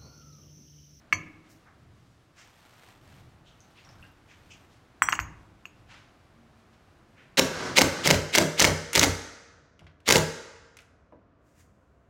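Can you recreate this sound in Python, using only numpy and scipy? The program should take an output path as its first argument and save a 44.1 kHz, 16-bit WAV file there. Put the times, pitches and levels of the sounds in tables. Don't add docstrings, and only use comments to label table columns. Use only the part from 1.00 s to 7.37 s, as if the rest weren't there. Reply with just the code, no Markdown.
import sys
import numpy as np
from scipy import signal
from scipy.fft import rfft, irfft
from scipy.io import wavfile

SR = 44100
rng = np.random.default_rng(int(sys.argv[2]) if len(sys.argv) > 2 else 0)


def unload_wav(signal):
    wavfile.write(
        sys.argv[1],
        SR,
        np.round(np.clip(np.atleast_2d(signal).T, -1, 1) * 32767).astype(np.int16),
    )


N = 280995
TIME = np.arange(N) / SR
SECOND = TIME[:SR]


def gain(db):
    return 10 ** (np.asarray(db) / 20)


def unit_level(x):
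    return x / np.sqrt(np.mean(x ** 2) + 1e-20)


def curve(points, hz):
    pitches, values = np.transpose(points)
    return np.interp(np.log(hz + 1), np.log(pitches + 1), values)


def hump(hz, centre_hz, octaves):
    return np.exp(-.5 * (np.log2((hz + 1) / centre_hz) / octaves) ** 2)


def swell(peak_s, width_s):
    return np.exp(-.5 * ((TIME - peak_s) / width_s) ** 2)


def gesture(start_s, length_s, rise_s, fade_s):
    t = TIME - start_s
    return np.clip(t / rise_s, 0, 1) * np.exp(-np.maximum(t - length_s, 0) / fade_s)


def add(mix, s, sound):
    part = mix[max(round(s * SR), 0):][:len(sound)]
    part += sound[:len(part)]


def noise(colour, size=N):
    white = rfft(rng.standard_normal(size))
    return unit_level(irfft(white * colour(np.fft.rfftfreq(size, 1 / SR)), size))


def wander(rate_hz):
    return np.clip(noise(lambda f: np.exp(-(f / rate_hz) ** 2)), -2, 2)


def pulse(colour_db, size=4096):
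    log_gain = np.log(gain(colour_db(abs(np.fft.fftfreq(size, 1 / SR)))))
    spectrum = np.exp(np.conj(signal.hilbert(log_gain)))
    wave = np.fft.ifft(spectrum).real[:size // 2]
    return wave / abs(wave).max()


def ring(tones, spread_db=2.0, waver=0.75, contact_s=0.00045):
    out = np.zeros(SR)
    for hz, db, ring_s in tones:
        wobble = np.interp(SECOND, np.linspace(0, 1, 150), rng.standard_normal(150))
        level = gain(db + spread_db * rng.standard_normal() - 60 * SECOND / ring_s)
        out += level * (1 + waver * wobble) * np.sin(2 * np.pi * (hz * SECOND + rng.random()))
    return out * (1 - np.exp(-SECOND / contact_s))


def echo(ring_s, colour_db, rise_s):
    hz, t, bands = signal.stft(rng.standard_normal(SR), SR, nperseg=256)
    fade_db = -60 * t / np.clip(ring_s(hz), .02, 2)[:, None]
    _, tail = signal.istft(bands * gain(colour_db(hz)[:, None] + fade_db), SR, nperseg=256)
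    tail = tail[:SR] * (1 - np.exp(-SECOND / rise_s))
    return tail / np.linalg.norm(tail)


# (pitch [Hz], ring time before linger scales it [s])
SCATTER_TIMES = [(300, 0.28), (1500, 0.089), (3000, 0.061), (6000, 0.093), (15000, 0.012)]
# (pitch [Hz], ring time [s])
ECHO_TIMES = [(100, 0.84), (400, 1.4), (1200, 0.66), (2200, 0.5448), (4000, 0.5), (8000, 0.96),
              (15000, 0.53)]
# (pitch [Hz], relative level [dB])
ECHO_TONE = [(100, 6.5), (300, 5), (550, 1), (1500, -4.5), (3000, -2.5), (8000, -12.5), (15000, -7.5)]
def chapel(x, near_db, far_db, linger=0.92):
    near = echo(lambda f: linger * curve(SCATTER_TIMES, f), np.zeros_like, rise_s=0.00026)
    far = echo(lambda f: curve(ECHO_TIMES, f), lambda f: curve(ECHO_TONE, f), rise_s=0.011)
    return x + signal.fftconvolve(x, gain(near_db) * near + gain(far_db) * far)[:N]


# (pitch [Hz], relative level [dB])
RUMBLE_TONE = [(20, -18), (35, 0), (50, -14), (75, 1), (105, 4), (140, -1), (230, -10.5), (320, -9),
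               (430, -19.5), (900, -57)]
def rumble():
    return noise(lambda f: gain(curve(RUMBLE_TONE, f)))


# (pitch [Hz], relative level [dB])
AIR_TONE = [(24, -32), (40, -10), (329, -13), (422, -17.5), (751, -16), (918, -20), (1090, -18.5),
            (1370, -19.5), (3740, -33), (16000, -53.5)]
# (time [s], width [s], level [dB])
RUMBLE_SWELLS = [(.95, 0.22, -58), (2.2, 0.18, -55), (2.969, 0.093, -55.5), (3.48, 0.19, -61.5),
                 (4.878, 0.13, -59.5)]
def hush(air_db=-61, rumble_db=-64, dip_db=-4.5):
    dip = gain(dip_db * swell(1.26, width_s=0.36))
    swells = [gain(db) * swell(s, width) for s, width, db in RUMBLE_SWELLS]
    depth = np.linalg.norm([gain(rumble_db) * dip] + swells, axis=0)
    air = gain(air_db) * dip * noise(lambda f: gain(curve(AIR_TONE, f)))
    return depth * rumble() + air


def robes(level_db=-75, drift_db=1.5):
    level = gain(level_db + drift_db * wander(rate_hz=8))
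    return level * noise(lambda f: hump(f, centre_hz=2675, octaves=1.165))


# (start [s], length [s], level [dB])
CUP_SLIDES = [(5.287, 0.16, -61), (5.533, 0.21, -63), (6.046, 0.071, -62)]
def sliding_cup():
    push = sum(gain(db) * gesture(s, length, rise_s=0.068, fade_s=0.037) for s, length, db in CUP_SLIDES)
    return push * noise(lambda f: hump(f, centre_hz=231, octaves=0.029))


# (peak time [s], fade [s], swish level [dB], pitch [Hz], width [octaves], hiss level [dB])
SLEEVE_STROKES = [(0.512, 0.05, -65.5, 7650, 1.8, -65.5), (.47, .07, -65, 1940, 0.65, -75),
                  (.68, 0.054, -58, 1189, .57, -83), (1.394, 0.06, -54.5, 1920, 0.61, -58),
                  (2.48, 0.061, -61, 3220, 0.25, -69.5), (2.789, 0.075, -58, 2430, 0.66, -74.5),
                  (2.889, 0.1, -59, 890, 0.86, -80), (3.311, 0.066, -57.5, 2070, .57, -68),
                  (3.52, 0.038, -51.5, 2710, 0.24, -57.5), (3.728, 0.0563, -66.5, 3000, 1, -83),
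                  (4.93, 0.096, -52, 1650, .99, -68.5), (5.741, 0.033, -69.5, 2870, 0.64, -78.5),
                  (6.2, 0.074, -57, 2000, 0.53, -75)]
def sleeves(grain_db=1.0, rise_share=0.27):
    out = np.zeros(N)
    t = SECOND - .5
    for s, fade_s, db, hz, octaves, hiss_db in SLEEVE_STROKES:
        rise = np.exp(-.5 * (np.minimum(t, 0) / (rise_share * fade_s)) ** 2)
        fall = np.exp(-np.maximum(t, 0) / fade_s)
        grain = gain(grain_db * noise(lambda f: 1 / (1 + (f / 150) ** 2), SR))
        swish = gain(db) * noise(lambda f: hump(f, hz, octaves), SR)
        hiss = gain(hiss_db) * noise(lambda f: hump(f, centre_hz=5750, octaves=0.33), SR)
        stroke = rise * fall * grain * (swish + hiss)
        out += np.interp(TIME, t + round(s * SR) / SR, stroke, left=0, right=0)
    return out


# (pitch [Hz], relative level [dB])
FIZZ_TONE = [(300, -1), (700, 9), (1500, 6.5), (3000, 3), (6000, -4.5), (9000, -7.5), (10200, -15.5),
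             (12000, -9.5), (15500, -15.5)]
# (start [s], length [s], level before boosts [dB])
WINE_RUNS = [(1.329, 0.56, -77), (1.995, .19, -76.5), (2.427, 0.62, -84.5), (3.244, 0.4, -81.5)]
def pour(boost_db=13.0, growth_db_per_s=10.5, grain_db=3.0, drift_db=0.5):
    flow = np.zeros(N)
    for s, length, db in WINE_RUNS:
        tipping_db = growth_db_per_s * np.clip(TIME - s, 0, length)
        flow += gain(db + boost_db + tipping_db) * gesture(s, length, rise_s=.07, fade_s=.085)
    flicker = noise(lambda f: 1 / (1 + (f / 250) ** 2))
    grain = gain(drift_db * wander(rate_hz=6) - grain_db * flicker)
    fizz = noise(lambda f: gain(curve(FIZZ_TONE, f)))
    return flow * unit_level(grain * fizz)


def bubble(hz, cycles, glide=0.053):
    fade = np.exp(-SECOND[:2048] * hz / cycles)
    pitch = hz * (1 + glide * (.5 - fade))
    return fade * np.sin(2 * np.pi * np.cumsum(pitch) / SR)


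# (time [s], level [dB], pitch [Hz])
LAST_DROPS = [(2.605, -45, 6270), (2.782, -51, 2650), (2.849, -48.5, 5600), (2.891, -46.5, 5280),
              (2.912, -53, 6160), (2.995, -53, 1530), (3.018, -55.5, 11300), (3.027, -43, 2774),
              (3.038, -48, 1590), (3.118, -60, 11800)]
def drops(drip_count=14, cycles=7.5, splash_count=6, splash_db=-19, delay_s=0.016, octaves=0.63):
    out = np.zeros(N)
    drips = [(rng.uniform(2.76, 3.1), -63, 5900 * 2 ** rng.uniform(-1.04, 1.04))
             for _ in range(drip_count)]
    for s, db, hz in LAST_DROPS + drips:
        add(out, s, gain(db) * bubble(hz, cycles))
        for wait, pitch in rng.standard_normal((splash_count, 2)):
            splash = bubble(min(hz * 2 ** (octaves * pitch), SR / 3), cycles / 2)
            add(out, s + delay_s * abs(wait), gain(db + splash_db) * splash)
    return out


# (pitch [Hz], relative level [dB], ring time [s])
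ALTAR_TONES = [(62, -3.5, .2), (103, 5, 0.15), (163.6, 2, 0.13), (286, -10, 0.22), (310, -3.5, 0.14)]
# (time [s], level [dB], brightness [dB per octave], boom level [dB])
ALTAR_THUDS = [(0.127, -39.5, 7, -48), (4.023, -45.5, 0.5, -52.5), (4.129, -49.5, 12, -51),
               (4.19, -44, -8, -51.5)]
def altar(rise_s=0.0064, pivot_hz=170):
    thuds, booms = np.zeros(N), []
    rise = 1 - np.exp(-SECOND / rise_s)
    for s, thud_db, brightness, boom_db in ALTAR_THUDS:
        for hz, db, ring_s in ALTAR_TONES:
            level = gain(thud_db + db + brightness * np.log2(hz / pivot_hz) - 60 * SECOND / ring_s)
            add(thuds, s, level * rise * np.sin(2 * np.pi * hz * SECOND))
        booms.append(gain(boom_db) * gesture(s, length_s=0.012, rise_s=0.012, fade_s=0.16))
    boom = np.linalg.norm(booms, axis=0) * rumble()
    return chapel(thuds, near_db=-15.5, far_db=-10.5) + boom


# (pitch [Hz], relative level [dB], ring time [s])
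TRAY_TONES = [(3214, -9, .25), (4370, -8, .11), (4540, -9, .11), (6648, -2, .22), (6718, -3, .16),
              (7677, -5, .15), (11980, -11, .11), (12110, -12, .12), (14530, -15, .11)]
def tray(db):
    return gain(db) * ring(TRAY_TONES)


# (pitch [Hz], relative level [dB])
TICK_TONE = [(500, -25), (2800, -9), (4000, -6.5), (5000, -3), (6100, 5.5), (7600, -4.5), (9500, -22.5),
             (12000, -16.5), (16000, -19.5)]
def skid(fade_s, size=2048):
    burst = rng.standard_normal(size) * np.exp(-SECOND[:size] / fade_s)
    tick = pulse(lambda f: curve(TICK_TONE, f))
    return signal.fftconvolve(tick, burst / np.linalg.norm(burst))


# (pitch [Hz], relative level [dB], ring time [s])
NEIGHBOUR_TONES = [(700, -11, .14), (1020, -3, .22), (1720, -7, .12), (2196, 3, .25), (2290, -3, .15),
                   (2638, -4, .11), (3208, -15, .16), (4452, -8, .17), (4510, -13, .1), (6067, -3, .18),
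                   (6379, -7, .13), (6874, -14, .13), (7585, -19, .12), (10260, -24, .14),
                   (11830, -30, .14), (13380, -30, .13)]
# (pitch [Hz], relative level [dB])
CLACK_TONE = [(40, -26.5), (200, -0.5), (450, -19), (680, -5), (830, -19), (1050, -1.5), (1280, 4),
              (1450, -7.5), (1700, 3), (1950, -5.5), (2850, -3.5), (3400, -18.5), (5000, -34.5),
              (16000, -49)]
# (time [s], clack level [dB], pitch [Hz], skid [dB], neighbour ring [dB], tray ring [dB])
GLANCING_HITS = [(0.1256, -9.5, 2140, -24.5, -51, -71), (.1279, -7.5, 2340, -21, -35, -61),
                 (.1297, -11, 2150, -36, -45, -52), (0.1347, -31.5, 2234, -24.5, -65, -70.5),
                 (4.124, -18, 2800, -16, -67, -42.5), (4.1323, -28, 2570, -50, -73, -59),
                 (4.1520, -29, 2820, -28, -55, -58), (4.2001, -26.5, 2560, -28.5, -52.5, -52.5),
                 (4.6547, -28.5, 2620, -39.5, -83, -63)]
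def clinks(peak_db=18.0, octaves=0.16):
    hits, ringing = np.zeros(N), np.zeros(N)
    for s, clack_db, hz, skid_db, neighbour_db, tray_db in GLANCING_HITS:
        clack = pulse(lambda f: curve(CLACK_TONE, f) + peak_db * hump(f, hz, octaves))
        add(hits, s, gain(clack_db) * clack)
        add(hits, s, gain(skid_db) * skid(fade_s=0.0027))
        add(ringing, s, gain(neighbour_db) * ring(NEIGHBOUR_TONES) + tray(tray_db))
    return hits, ringing


# (pitch [Hz], relative level [dB], ring time [s])
JUG_TONES = [(3262, -15, .2), (5844, 0, .3), (6761, -13, .12), (7636, 1, .21), (7679, -2, .22),
             (8584, -5, .16), (10320, -21, .13), (10925, -2, .095), (10990, -10, .09), (12000, -20, .11),
             (14270, -21, .12), (15030, -19, .1), (15592, -8, .12)]
# (pitch [Hz], relative level [dB])
KNOCK_TONE = [(40, -29), (250, -22.5), (560, -26), (780, -10), (1000, -1.5), (1350, 1), (1800, 0),
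              (2300, -4.5), (2800, -13), (3400, -22.5), (4200, -51.5), (16000, -55)]
# (time [s], knock level [dB], jug ring [dB], tray ring [dB])
LANDINGS = [(4.0209, -0.35, -31.5, -61), (4.0873, -5, -48, -42), (4.1284, -7, -65, -60),
            (4.1359, -14.5, -49, -76), (4.1911, -9.5, -64, -51)]
def knocks(settled_s=4.19, damping_db_per_s=150.0):
    hits, glass, metal = np.zeros((3, N))
    knock = -pulse(lambda f: curve(KNOCK_TONE, f))
    for s, knock_db, jug_db, tray_db in LANDINGS:
        add(hits, s, gain(knock_db) * knock)
        add(hits, s, gain(knock_db - 27) * skid(fade_s=0.0118))
        add(glass, s, gain(jug_db) * ring(JUG_TONES))
        add(metal, s, tray(tray_db))
    damping = gain(-damping_db_per_s * np.maximum(TIME - settled_s, 0))
    return hits, metal + glass * damping


def scene():
    knock_hits, knock_rings = knocks()
    clink_hits, clink_rings = clinks()
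    hits = chapel(knock_hits + clink_hits, near_db=-12.0, far_db=-16.5)
    ringing = chapel(knock_rings + clink_rings, near_db=-10, far_db=-26.5)
    wine = pour() + chapel(drops(), near_db=-0.5, far_db=-5, linger=2.4)
    background = hush() + robes() + sliding_cup() + sleeves()
    return (background + wine + altar() + ringing + hits)[None]


def record(dry, limit=.95, top_hz=15900):
    low_pass = signal.firwin(511, top_hz, window=("kaiser", 9), fs=SR)
    return signal.oaconvolve(np.clip(dry, -limit, limit), low_pass[None], "same")


dry = scene()
out = record(dry)
unload_wav(out)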